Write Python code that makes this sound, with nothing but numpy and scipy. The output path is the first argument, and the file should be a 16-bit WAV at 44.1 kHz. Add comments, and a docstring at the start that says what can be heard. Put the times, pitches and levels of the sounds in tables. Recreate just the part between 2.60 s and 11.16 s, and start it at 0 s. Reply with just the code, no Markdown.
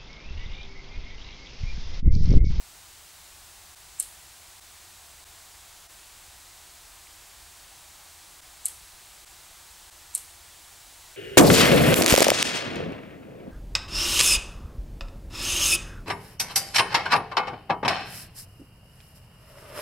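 """A steady airy hiss over a low outdoor rumble and a faint electronic whine, on a frozen pond.
The hiss dips briefly six times, swells gently twice and once turns hollow; one far tick barely shows.
Out front, the same short, glassy click sounds three times. Each is a crack that splinters through
thin ice, sets the sheet ringing briefly and comes back from the bank with a faint tail."""
import sys
import numpy as np
from scipy import signal
from scipy.fft import rfft, irfft
from scipy.io import wavfile
from scipy.ndimage import uniform_filter1d

SR = 44100
rng = np.random.default_rng(int(sys.argv[2]) if len(sys.argv) > 2 else 0)


def wav_record(signal):
    """Record a signal, one row per channel, as 16-bit PCM in the file named by sys.argv[1]."""
    frames = np.transpose(np.atleast_2d(signal))
    bounded = np.clip(frames, -1, 1)
    # unit amplitude maps onto the largest positive 16-bit level
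    quanta = np.round(bounded * 32767).astype(np.int16)
    wavfile.write(sys.argv[1], SR, quanta)


N = 377496
LEAD_S, CLICK_S = .03, .5  # a click's pre-roll before the crack, and its whole length


def gain_of(db):
    """Decibels to amplitude."""
    return 10 ** (np.asarray(db) / 20)


def unit_rms(x):
    """Scales to rms 1."""
    return x / np.sqrt(np.mean(x ** 2) + 1e-20)


def eq_curve(points, hz):
    """Gain at each frequency, from (Hz, dB) points joined on a log-frequency axis."""
    point_hz, db = np.transpose(points)
    return gain_of(np.interp(np.log(hz + 1), np.log(point_hz + 1), db))


def shaped_noise(envelope, spectrum, level_db):
    """Coloured noise under an envelope; level_db is its rms where the envelope is 1."""
    phases = np.exp(2j * np.pi * rng.random(len(spectrum)))
    sound = envelope * unit_rms(irfft(spectrum * phases, len(envelope)))
    return gain_of(level_db) * sound * np.linalg.norm(envelope) / np.linalg.norm(sound)


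# Tone of the air bed. Each row: frequency in Hz, relative level in dB.
AIR_EQ = [(15, -91), (32, -80.5), (80, -79.5), (120, -92), (155, -90.5), (250, -101), (320, -92),
          (490, -97), (740, -87.5), (1300, -90), (2700, -91), (4100, -89.5), (5600, -91), (8000, -89),
          (12000, -95), (15600, -98)]
# Its stereo width. Each row: frequency in Hz, side level against mid in dB.
AIR_WIDTH = [(60, -36), (200, -47), (700, -37), (1290, -26), (2400, -18), (4400, -16), (15000, -15)]

def air(level_db=-49.5):
    """Even hiss over a rumble; the bass sits in the centre, the treble is slightly wide."""
    hz = np.fft.rfftfreq(N, 1 / SR)
    mid, side = rfft(rng.standard_normal((2, N))) * eq_curve(AIR_EQ, hz)
    mid = irfft(mid, N)
    side = irfft(side * eq_curve(AIR_WIDTH, hz), N)
    return gain_of(level_db) * np.array([mid + side, mid - side]) / mid.std()


# Swells of the distant rush. 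Each row: crest in seconds, boost in dB.
RUSH_SWELLS = [(2.92, 2.2), (5.4, 1.5)]

def swell_rush(hiss, centre_hz=950, width_hz=300, half_s=0.24):
    """The distant rush in the midrange of the hiss rises and settles gently."""
    t, hz = np.arange(N) / SR, np.fft.rfftfreq(N, 1 / SR)
    rush = irfft(rfft(hiss) * np.exp(-((hz - centre_hz) / width_hz) ** 2), N)
    boost_db = sum(db * np.exp(-((t - crest_s) / half_s) ** 2) for crest_s, db in RUSH_SWELLS)
    return hiss + rush * (gain_of(boost_db) - 1)


# Bands left standing in the hollow hiss. Each entry: centre in Hz.
HOLLOW_BANDS = [730, 1850, 2950, 3450, 4180, 5000, 5340, 5860, 7060, 7490, 8300, 9600]

def turn_hollow(hiss, at_s=3.281, half_s=.012, half_band_hz=70, kept_db=3, lost_db=-13,
                keep_bass_below_hz=150):
    """For a moment the hiss thins out to a few narrow bands while the low rumble carries on."""
    t, hz = np.arange(N) / SR, np.fft.rfftfreq(N, 1 / SR)
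    kept = abs(hz - np.array(HOLLOW_BANDS)[:, None]).min(0) < half_band_hz
    comb_db = np.where(kept, kept_db, lost_db) * (hz > keep_bass_below_hz)
    thin = irfft(rfft(hiss) * gain_of(comb_db), N)
    blend = np.exp(-((t - at_s) / half_s) ** 2)
    return hiss + blend * (thin - hiss)


# Tones of the whine. Each row: pitch in Hz, rms level in dB.
WHINE_TONES = [(4000, -81), (15477, -79), (15624, -71)]

def whine(waver_hz=2.5):
    """Thin electronic tones that waver a little, all together."""
    drift_hz = waver_hz * unit_rms(uniform_filter1d(rng.standard_normal(N), size=2000))
    return sum(gain_of(db) * np.sqrt(2) * np.sin(2 * np.pi * np.cumsum(hz + drift_hz) / SR)
               for hz, db in WHINE_TONES)


# Dips in the bed. Each entry: deepest point in seconds.
DIP_TIMES = [1.1502, 2.0, 2.644, 5.8071, 6.65, 7.3011]

def dips(depth_db=18, recover_s=0.0068, fall_s=0.0004, curve=1.25):
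    """A gain that ducks at once and is back within a hundredth of a second or two."""
    age = np.arange(N) / SR - np.array(DIP_TIMES)[:, None]
    duck = np.exp(-np.maximum(age / recover_s, -age / fall_s) ** curve)
    return gain_of(-depth_db * duck.sum(0))


def far_tick(at_s=4.4713, level_db=-45.5, pitch_hz=2250, half_s=.0013, sag_hz_per_s=200000):
    """A soft tap, barely above the hiss; its way through the ice makes it fall in pitch."""
    t = np.arange(N) / SR - at_s
    turns = pitch_hz * t - sag_hz_per_s * t ** 2 / 2
    envelope = np.exp(-.5 * (t / half_s) ** 2)
    return gain_of(level_db) * envelope * np.sin(2 * np.pi * turns)


def reflections(t, hz, eq, delay_s, level_db, rise_s, t60):
    """A cloud of small reflections that swells up to its delay, then dies by 60 dB in t60 seconds."""
    attack = np.exp(np.minimum(t - delay_s, 0) / rise_s)
    decay = gain_of(-60 * np.maximum(t - delay_s, 0) / t60)
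    return shaped_noise(attack * decay, eq_curve(eq, hz), level_db)


# Tone of the reverb tail. Each row: frequency in Hz, relative level in dB.
TAIL_EQ = [(1200, -19), (2200, -14), (4200, -11), (5400, -13), (6900, -7.5), (8000, -1.5), (9100, 0),
           (10400, -2.5), (11900, -5), (13200, -12), (15500, -16)]

def shore_tail(t, hz):
    """The grass returns a faint, bright wash; the far shore a softer, longer one."""
    grass = reflections(t, hz, TAIL_EQ, delay_s=0.03, level_db=-42.7, rise_s=0.008, t60=0.25)
    shore = reflections(t, hz, TAIL_EQ, delay_s=0.029, level_db=-47.0, rise_s=0.013, t60=0.63)
    return grass + shore


# Tone of the bank's echo. Each row: frequency in Hz, relative level in dB.
BANK_EQ = [(1800, -48), (2600, -24), (6300, -21), (7500, -20), (8600, -9), (9600, -9), (11300, -14),
           (12600, -21), (15000, -32)]

def bank_echo(t, hz):
    """The crack comes back off the bank as one tight slap."""
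    return reflections(t, hz, BANK_EQ, delay_s=0.0272, level_db=-31.5, rise_s=0.0022, t60=0.026)


# Tone of the scatter in the ice. Each row: frequency in Hz, relative level in dB.
SHEET_EQ = [(1600, -50), (2300, -23), (4200, -28), (5500, -10), (6900, -2), (7900, 8), (9100, -6),
            (10400, -5), (11800, -2), (13000, -19), (15500, -26)]

def sheet_scatter(t, hz):
    """Sound scattered inside the ice sheet leaves a short sizzle right behind the crack."""
    return reflections(t, hz, SHEET_EQ, delay_s=0.0011, level_db=-33, rise_s=0.00069, t60=0.095)


# Knocks after the crack. Each row: delay in seconds, level in dB.
KNOCK_HITS = [(.0003, -43.5), (.0066, -39.5), (.0136, -47.5)]
# Tone of a knock. Each row: frequency in Hz, relative level in dB.
KNOCK_EQ = [(1500, -32), (2100, 5.5), (3500, 3), (4300, 15), (4800, -7), (6000, -16), (7500, -22)]

def knocks(t, hz):
    """Dull knocks follow the crack a few thousandths of a second apart."""
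    return sum(reflections(t, hz, KNOCK_EQ, delay_s, level_db, rise_s=0.00031, t60=0.018)
               for delay_s, level_db in KNOCK_HITS)


def splinters(t, hz):
    """A narrow squeak in two steps; bright splintering then swells, snaps and trails past the crack."""
    def grit(at_s, db, centre_hz, width_hz, rise_s, fall_s):
        """A band of fine splintering that swells up to its moment and dies away."""
        envelope = np.exp(-np.where(t < at_s, ((at_s - t) / rise_s) ** 2, (t - at_s) / fall_s))
        band = np.exp(-2 * ((hz - centre_hz) / width_hz) ** 2)
        return shaped_noise(envelope, band, db)

    creep = grit(at_s=-0.0075, db=-42.5, centre_hz=7900, width_hz=1400, rise_s=0.005, fall_s=0.0012)
    squeak = grit(at_s=-0.004, db=-31.5, centre_hz=7550, width_hz=1300, rise_s=0.0007, fall_s=0.0018)
    swell = grit(at_s=-0.0005, db=-25, centre_hz=10300, width_hz=3800, rise_s=0.0015, fall_s=0.0005)
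    snap = grit(at_s=-0.0005, db=-22.5, centre_hz=12200, width_hz=3200, rise_s=0.0002, fall_s=0.00025)
    trail = grit(at_s=0.0011, db=-36.0, centre_hz=11400, width_hz=5600, rise_s=0.0005, fall_s=0.006)
    return creep + squeak + swell + snap + trail


# Modes of the ice. Each row: pitch in Hz, relative level in dB, seconds to fade by 60 dB.
ICE_MODES = [(2290, -62, .05), (2880, -60, .05), (4130, -55, .05), (4320, -55, .05), (5220, -52.5, .05),
             (7662, -44, .055), (7842, -41, .055), (8117, -42, .05), (8413, -29.5, .055),
             (8632, -38.5, .045), (8752, -38, .045), (8894, -30, .044), (9112, -32, .042), (9526, -29, .04),
             (9651, -35, .038), (10106, -34, .036), (10288, -35, .036), (10593, -38, .036),
             (11350, -41, .028), (12400, -44, .024), (14150, -48, .03)]

def ice_ring(t, boost_db=4.6, rise_s=0.00019):
    """The crack starts close, high modes all at once; they drift apart and beat as they die."""
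    age = np.maximum(t, 0)
    modes = sum(gain_of(db - 60 * age / t60) * np.cos(2 * np.pi * hz * age) for hz, db, t60 in ICE_MODES)
    return gain_of(boost_db) * modes * (1 - np.exp(-age / rise_s))


# Tone of the crack. Each row: frequency in Hz, relative level in dB.
CRACK_EQ = [(1500, -64), (2100, -52), (2800, -42), (3600, -37), (4200, -28), (4750, -33), (5300, -27),
            (6000, -33), (7400, -14), (8100, -3), (8900, 1), (10000, -3.5), (11500, -12), (12400, -16),
            (13100, -24), (15000, -24), (15600, -28)]

def crack(t, hz, peak_db=-9, sweep_s=0.0005, centre_hz=9100, width_hz=1300):
    """The transient, a tiny rising chirp: the low side of its main band lands just before the high."""
    lag_turns = sweep_s * width_hz * (1 - np.exp(-.5 * ((hz - centre_hz) / width_hz) ** 2))
    spectrum = eq_curve(CRACK_EQ, hz) * np.exp(-2j * np.pi * (hz * LEAD_S + lag_turns))
    pulse = irfft(spectrum, len(t))
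    return gain_of(peak_db) * pulse / abs(pulse).max()


def ice_click():
    """One glassy click: the thin ice cracks and rings, and the surroundings answer."""
    size = round(CLICK_S * SR)
    t = np.arange(size) / SR - LEAD_S  # zero at the crack
    hz = np.fft.rfftfreq(size, 1 / SR)
    ice = crack(t, hz) + ice_ring(t) + splinters(t, hz) + knocks(t, hz) + sheet_scatter(t, hz)
    return ice + bank_echo(t, hz) + shore_tail(t, hz)


# Cues for the click. Each entry: peak in seconds.
CLICK_TIMES = [1.4001, 6.05708, 7.55108]

def scene():
    """The same click, dead centre, three times over the bed of air and whine."""
    bed = turn_hollow(swell_rush(air())) + whine()
    mix = bed * dips() + far_tick()
    click = ice_click()
    for peak_s in CLICK_TIMES:
        start = round((peak_s - LEAD_S) * SR)
        mix[:, start:start + len(click)] += click
    return mix


def record(dry, cutoff_hz=15760):
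    """A steep low-pass trims the very top of the mix."""
    taps = signal.firwin(511, cutoff_hz, window=("kaiser", 9), fs=SR)
    return signal.oaconvolve(dry, taps[None], "same", axes=1)


dry = scene()
out = record(dry)
wav_record(out)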